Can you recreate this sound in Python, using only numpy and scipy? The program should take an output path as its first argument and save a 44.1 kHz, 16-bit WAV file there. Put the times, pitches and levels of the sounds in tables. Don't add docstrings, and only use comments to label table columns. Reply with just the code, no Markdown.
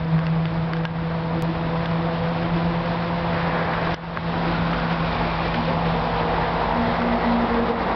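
import sys
import numpy as np
from scipy import signal
from scipy.fft import rfft, irfft, next_fast_len
from scipy.io import wavfile
from scipy.ndimage import minimum_filter1d

SR = 44100
rng = np.random.default_rng(int(sys.argv[2]) if len(sys.argv) > 2 else 0)


def output_pcm(signal):
    pcm = np.clip(np.atleast_2d(signal).T, -1, 1) * 32767
    wavfile.write(sys.argv[1], SR, np.round(pcm).astype(np.int16))


N = 350595
TIME_S = np.arange(N) / SR


# time in seconds, relative level in dB.
DRONE_LEVELS = [(0, -22.5), (.6, -23), (1.05, -25), (1.85, -26), (2.1, -24), (2.65, -24.5), (3.6, -28.5),
                (4.5, -25), (5.25, -29), (5.85, -26), (6.2, -30.5), (7, -30.5), (7.55, -36.5), (7.95, -32)]
# time in seconds, relative levels in dB of the octave and the upper harmonics.
OVERTONE_LEVELS = [(0, -38.5, -40.5), (1.05, -41, -40.5), (1.35, -35.5, -37.5), (2.2, -40, -34.5),
                   (2.7, -36.5, -38), (3.3, -40.5, -34), (4.2, -42, -39.5), (4.7, -38, -37),
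                   (5.3, -43, -44.5), (5.95, -50, -37), (7.1, -42.5, -47), (7.95, -50, -41)]
# harmonic number, relative level in dB, phase scatter in radians.
UPPER_HARMONICS = [(3, 1.5, .5), (4, -1.5, 1), (6, -9, 0.63)]

def chopper_drum(phase):
    level_db, = in_time(DRONE_LEVELS)
    octave_db, upper_db = in_time(OVERTONE_LEVELS)
    drone_gain = from_db(level_db + 0.46 + 0.6 * drift(6))
    drone = drone_gain * partial(phase, scatter_rad=0.21, flutter_db=1.64, rate_hz=15)
    octave = from_db(octave_db + 0.5) * partial(2 * phase, scatter_rad=0.44, flutter_db=5.5, rate_hz=22)
    upper = sum(from_db(db) * partial(k * phase, scatter_rad, flutter_db=2.5, rate_hz=18)
                for k, db, scatter_rad in UPPER_HARMONICS)
    return drone + octave + from_db(upper_db - 0.5) * upper


# time in seconds, fundamental level in dB, octave level in dB.
HUM_LEVELS = [(0, -52.5, -59.5), (2.5, -41.5, -50.5), (3.4, -45, -54), (4.7, -35, -49.5),
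              (5.7, -35.5, -42.5), (6.1, -35.5, -34), (6.6, -39, -34.5), (7.95, -33, -39.5)]
# start and length in seconds, levels in dB of the added fundamental and octave.
CROP_WADS = [(6.74, .19, -26.5, -53), (7.008, 0.17, -25, -44), (7.254, 0.2, -21.5, -51),
             (7.503, 0.14, -26.5, -27), (7.681, 0.1, -31.5, -31.5)]

def blower(phase):
    hum_gain, octave_gain = map(from_db, in_time(HUM_LEVELS))
    hum_gain *= rms_one(from_db(3.0 * drift(8.7)))
    for start_s, length_s, hum_db, octave_db in CROP_WADS:
        surge = swell(start_s, length_s, edge_s=0.05)
        hum_gain += from_db(hum_db) * surge
        octave_gain += from_db(octave_db) * surge
    hum = hum_gain * partial(phase, scatter_rad=0.2, flutter_db=1.3, rate_hz=14)
    octave = octave_gain * partial(2 * phase, scatter_rad=0.7, flutter_db=2.5, rate_hz=19)
    return hum + octave


# time in seconds, relative level in dB.
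APPROACH_LEVELS = [(0, -7.5), (1, -7), (1.7, -4.5), (3.1, -3), (4.6, -1), (5.4, -0.5), (6.2, -0.3),
                   (6.7, 1.5), (7.4, 2), (7.95, 2)]

def noise_levels():
    near_db, = in_time(APPROACH_LEVELS)
    load = swell(start_s=3.26, length_s=0.79, edge_s=0.38)
    side_on_s = np.maximum(TIME_S - 5.56, 0)
    rumble_db = -32.5 + 0.2 * near_db - 1.2 * side_on_s
    roar_db = -26.5 + near_db + 2 * load
    rush_db = -32.5 + 0.99 * near_db + 4 * load - 1.04 * side_on_s
    hiss_db = -37.3 + 1.29 * near_db - 3 * side_on_s
    return rumble_db, roar_db, rush_db, hiss_db


# frequency in Hz, relative spectral density in dB.
RUMBLE_SPECTRUM = [(15, -23), (25, -7.5), (38, -4), (65, 0.5), (130, 1), (190, -5), (260, -12.5),
                   (400, -22)]
ROAR_SPECTRUM = [(150, -17), (220, -3.5), (290, -3.5), (390, -3.5), (500, -0.5), (580, -0.5), (680, 1.5),
                 (820, 1.5), (980, 1), (1150, -4), (1400, -13), (2000, -27)]
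RUSH_SPECTRUM = [(800, -20), (1100, -2), (1300, -2), (1600, -3), (2000, -5), (2350, -9.5), (2900, -23.5)]
HISS_SPECTRUM = [(1700, -22.5), (2200, -2.5), (2500, 4), (2900, 1.5), (3600, 1), (4200, -3), (4750, -6.5),
                 (5250, -10), (5600, -18), (6200, -26.5)]

def machine_noise(knife_phase, chop_depth):
    rumble_db, roar_db, rush_db, hiss_db = noise_levels()
    feed = drift(12)
    chop = rms_one(1 + chop_depth * np.cos(knife_phase))
    rumble = from_db(rumble_db + 0.98 * drift(3.9)) * noise(RUMBLE_SPECTRUM)
    roar = from_db(roar_db + 0.45 * feed + 1.2 * drift(30)) * noise(ROAR_SPECTRUM)
    rush = from_db(rush_db + 0.99 * feed + 0.3 * drift(40)) * noise(RUSH_SPECTRUM)
    hiss = from_db(hiss_db + 0.48 * feed + 0.75 * drift(17)) * noise(HISS_SPECTRUM)
    stalks = from_db(hiss_db - 4.5) * stalk_crackle(breaks_per_s=420, ring_cycles=22)
    return rumble + roar + chop * (rush + hiss) + stalks


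# time in seconds, frequency in Hz, level in dB.
DRIVE_THROB = [(0, 41, -59.5), (2.5, 40.61, -39.5), (3.6, 46, -49), (4.6, 49.5, -36.5), (5.5, 51.62, -35),
               (6.3, 49.9, -33.5), (7.2, 50.3, -34.5), (7.95, 51.7, -38.5)]

def drive():
    hz, level_db = in_time(DRIVE_THROB)
    return from_db(level_db) * partial(rotor_phase(hz), scatter_rad=0.35, flutter_db=2.5, rate_hz=8)


# peak time and 1/e half-length in seconds, centre and width in Hz,
# level at the peak in dB.
ROAR_BANDS = [(3.6, 0.27, 1675, 295, -37.5), (4.603, 0.26, 289, 25.97, -36), (4.752, 0.3, 1430, 320, -35.5),
              (5.299, 0.44, 2370, 272, -41), (5.708, 0.048, 524, 45, -28), (6.503, 0.94, 828.6, 351, -28.5),
              (7.002, 1, 678, 30.8, -33), (7.101, 0.52, 1990, 251, -39)]

def roar_resonances():
    out = 0
    for peak_s, half_length_s, centre_hz, width_hz, db in ROAR_BANDS:
        band = coloured(lambda hz: 1 / (1 + ((hz - centre_hz) / width_hz * 2) ** 2))
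        envelope = np.exp(-((TIME_S - peak_s) / half_length_s) ** 2)
        out = out + from_db(db) * envelope * band
    return out


def stalk_crackle(breaks_per_s, ring_cycles, pitch_count=12):
    signs = rng.choice([-1, 1], N)
    impulses = signs * (rng.random(N) < breaks_per_s / SR)
    pitch_index = rng.integers(0, pitch_count, N)
    pitches_hz = np.geomspace(1300, 4800, pitch_count)
    return rms_one(sum(ring(impulses * (pitch_index == k), hz, ring_cycles / hz)
                       for k, hz in enumerate(pitches_hz)))


# start in seconds, relative level in dB.
STALK_SNAPS = [(2.289, -31), (3.7337, -21), (4.731, -17.5), (5.5419, -15.5), (5.7859, -30), (6.143, -27),
               (7.0171, -20), (7.2066, -23), (7.7973, -24)]

def stalk_snaps(decay_s):
    bursts = sum(from_db(db) * decay(start_s, decay_s) for start_s, db in STALK_SNAPS)
    return bursts * noise([(800, -4), (1500, 9), (3000, -2), (5000, -20)])


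# start in seconds, peak in dB before the limiter, contact bandwidth in Hz.
TOUCHES = [(.181, -21, 1800), (0.19, -17.5, 1500), (0.2664, -16.5, 3600), (0.455, -16, 3000),
           (0.7335, -12.5, 1900), (0.768, -21.5, 3200), (0.836, -23, 3200), (0.8519, -8, 3000),
           (.853, -10.5, 3000), (1.857, -15, 7970), (3.8727, -7, 600), (3.908, -16, 9000),
           (3.918, -20, 5500), (3.943, 1, 20000), (3.947, -11, 3480), (4.165, -9, 500), (4.172, -6, 1200)]
# frequency in Hz, relative level in dB, 60 dB decay time in seconds.
BODY_MODES = [(1100, 0, 0.011), (1573, -1.5, 0.014), (1623, -12, 0.082), (1990, -1, 0.0076),
              (2610, -1.5, 0.0069), (2990, -4, .012), (3380, -2, .007), (4500, -0.5, 0.0045),
              (10260, 12.5, .005)]

def finger_ticks(scatter_db, scuff_db, scuff_s, size=8192):
    out, t = np.zeros(N + size), TIME_S[:size]
    for start_s, db, bandwidth_hz in TOUCHES:
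        push = (t == 0) + from_db(scuff_db) * rng.standard_normal(size) * np.exp(-t / scuff_s)
        pole = np.exp(-2 * np.pi * bandwidth_hz / SR)
        contact = signal.lfilter([1], [1, -2 * pole, pole * pole], push)
        strengths = from_db(scatter_db * rng.standard_normal(len(BODY_MODES)))
        strengths *= rng.choice([-1, 1], len(BODY_MODES))
        tick = sum(strength * from_db(mode_db) * ring(contact, hz, t60_s)
                   for strength, (hz, mode_db, t60_s) in zip(strengths, BODY_MODES))
        at = round(start_s * SR)
        out[at:at + size] += from_db(db) * tick / np.abs(tick).max()
    return out[:N]


def dry_click():
    return from_db(-13.5) * decay(start_s=1.4233, decay_s=0.00076)


def limiter(x, threshold_db, ceiling_db, attack_s, hold_s, release_db_per_s):
    over_db = np.maximum(20 * np.log10(np.abs(x[0]) + 1e-9) - threshold_db, 0)
    hold = 2 * int(hold_s * SR / 2) + 1
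    held_db = -minimum_filter1d(-over_db, hold, origin=hold // 2)
    recovery_db = release_db_per_s * TIME_S
    target_db = np.maximum.accumulate(held_db + recovery_db) - recovery_db
    pole = np.exp(-1 / (attack_s * SR))
    duck_db = signal.lfilter([1 - pole], [1, -pole], target_db)
    ducked = x * from_db(-duck_db)
    return ducked / (1 + (ducked / from_db(ceiling_db)) ** 8) ** (1 / 8)


def partial(phase, scatter_rad, flutter_db, rate_hz):
    tone = np.sin(phase + scatter_rad * drift(rate_hz))
    return rms_one(tone * from_db(flutter_db * drift(rate_hz)))


def rotor_phase(hz):
    return 2 * np.pi * np.cumsum(hz) / SR


def ring(force, hz, t60_s):
    radius, angle = from_db(-60 / (t60_s * SR)), 2 * np.pi * hz / SR
    return signal.lfilter([0, np.sin(angle)], [1, -2 * radius * np.cos(angle), radius**2], force + 1e-18)


def coloured(gain_at):
    size = next_fast_len(N)
    hz = np.arange(size // 2 + 1) * SR / size
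    return rms_one(irfft(rfft(rng.standard_normal(size)) * gain_at(hz), size)[:N])


def drift(rate_hz):
    return coloured(lambda hz: 1 / (1 + (hz / rate_hz) ** 4))


def noise(spectrum):
    points_hz, db = np.transpose(spectrum)
    skirts = lambda hz: np.minimum(hz / points_hz[0], 1) ** 2 / np.maximum(hz / points_hz[-1], 1) ** 4
    return coloured(lambda hz: from_db(np.interp(np.log(hz + 1), np.log(points_hz), db)) * skirts(hz))


def swell(start_s, length_s, edge_s):
    inside_s = np.minimum(TIME_S - start_s, start_s + length_s - TIME_S)
    return 0.5 + 0.5 * np.sin(np.pi * np.clip(inside_s / edge_s, -0.5, 0.5))


def decay(start_s, decay_s):
    return (TIME_S >= start_s) * np.exp(-np.abs(TIME_S - start_s) / decay_s)


def low_pass(x, hz):
    return signal.sosfilt(signal.ellip(10, 0.3, 80, hz, fs=SR, output="sos"), x)


def in_time(rows):
    times_s, *columns = np.vstack(rows).T
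    return [np.interp(TIME_S, times_s, column) for column in columns]


def from_db(db):
    return 10 ** (np.asarray(db) / 20)


def rms_one(x):
    return x / np.sqrt(np.mean(x ** 2) + 1e-20)


# time in seconds, chopper knife rate and blower paddle rate in Hz.
PASSING_RATES = [(0, 161.5, 238), (.9, 164.4, 248), (1.4, 164.7, 246.7), (3.15, 170.4, 247.6),
                 (3.8, 165.8, 238.7), (4.5, 168.9, 238), (5, 166.2, 236.8), (6.3, 165.4, 235),
                 (6.9, 171, 236), (7.6, 184, 233.5), (7.95, 185, 231.6)]

def scene():
    knife_phase, paddle_phase = map(rotor_phase, in_time(PASSING_RATES))
    tones = chopper_drum(knife_phase) + blower(paddle_phase) + drive()
    noises = roar_resonances() + machine_noise(knife_phase, chop_depth=0.083)
    ticks = finger_ticks(scatter_db=1.5, scuff_db=-21, scuff_s=0.0013)
    snaps = from_db(-5) * stalk_snaps(decay_s=0.0077)
    return (tones + noises + snaps + ticks)[None]


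def record(dry):
    limited = limiter(dry, threshold_db=-10, ceiling_db=-9.5,
                      attack_s=0.00049, hold_s=0.04, release_db_per_s=35.5)
    rolled_off = signal.sosfilt(signal.butter(16, 5700, fs=SR, output="sos"), limited)
    microphone = low_pass(rolled_off, hz=6000)
    return low_pass(microphone + dry_click(), hz=16000)


dry = scene()
out = record(dry)
output_pcm(out)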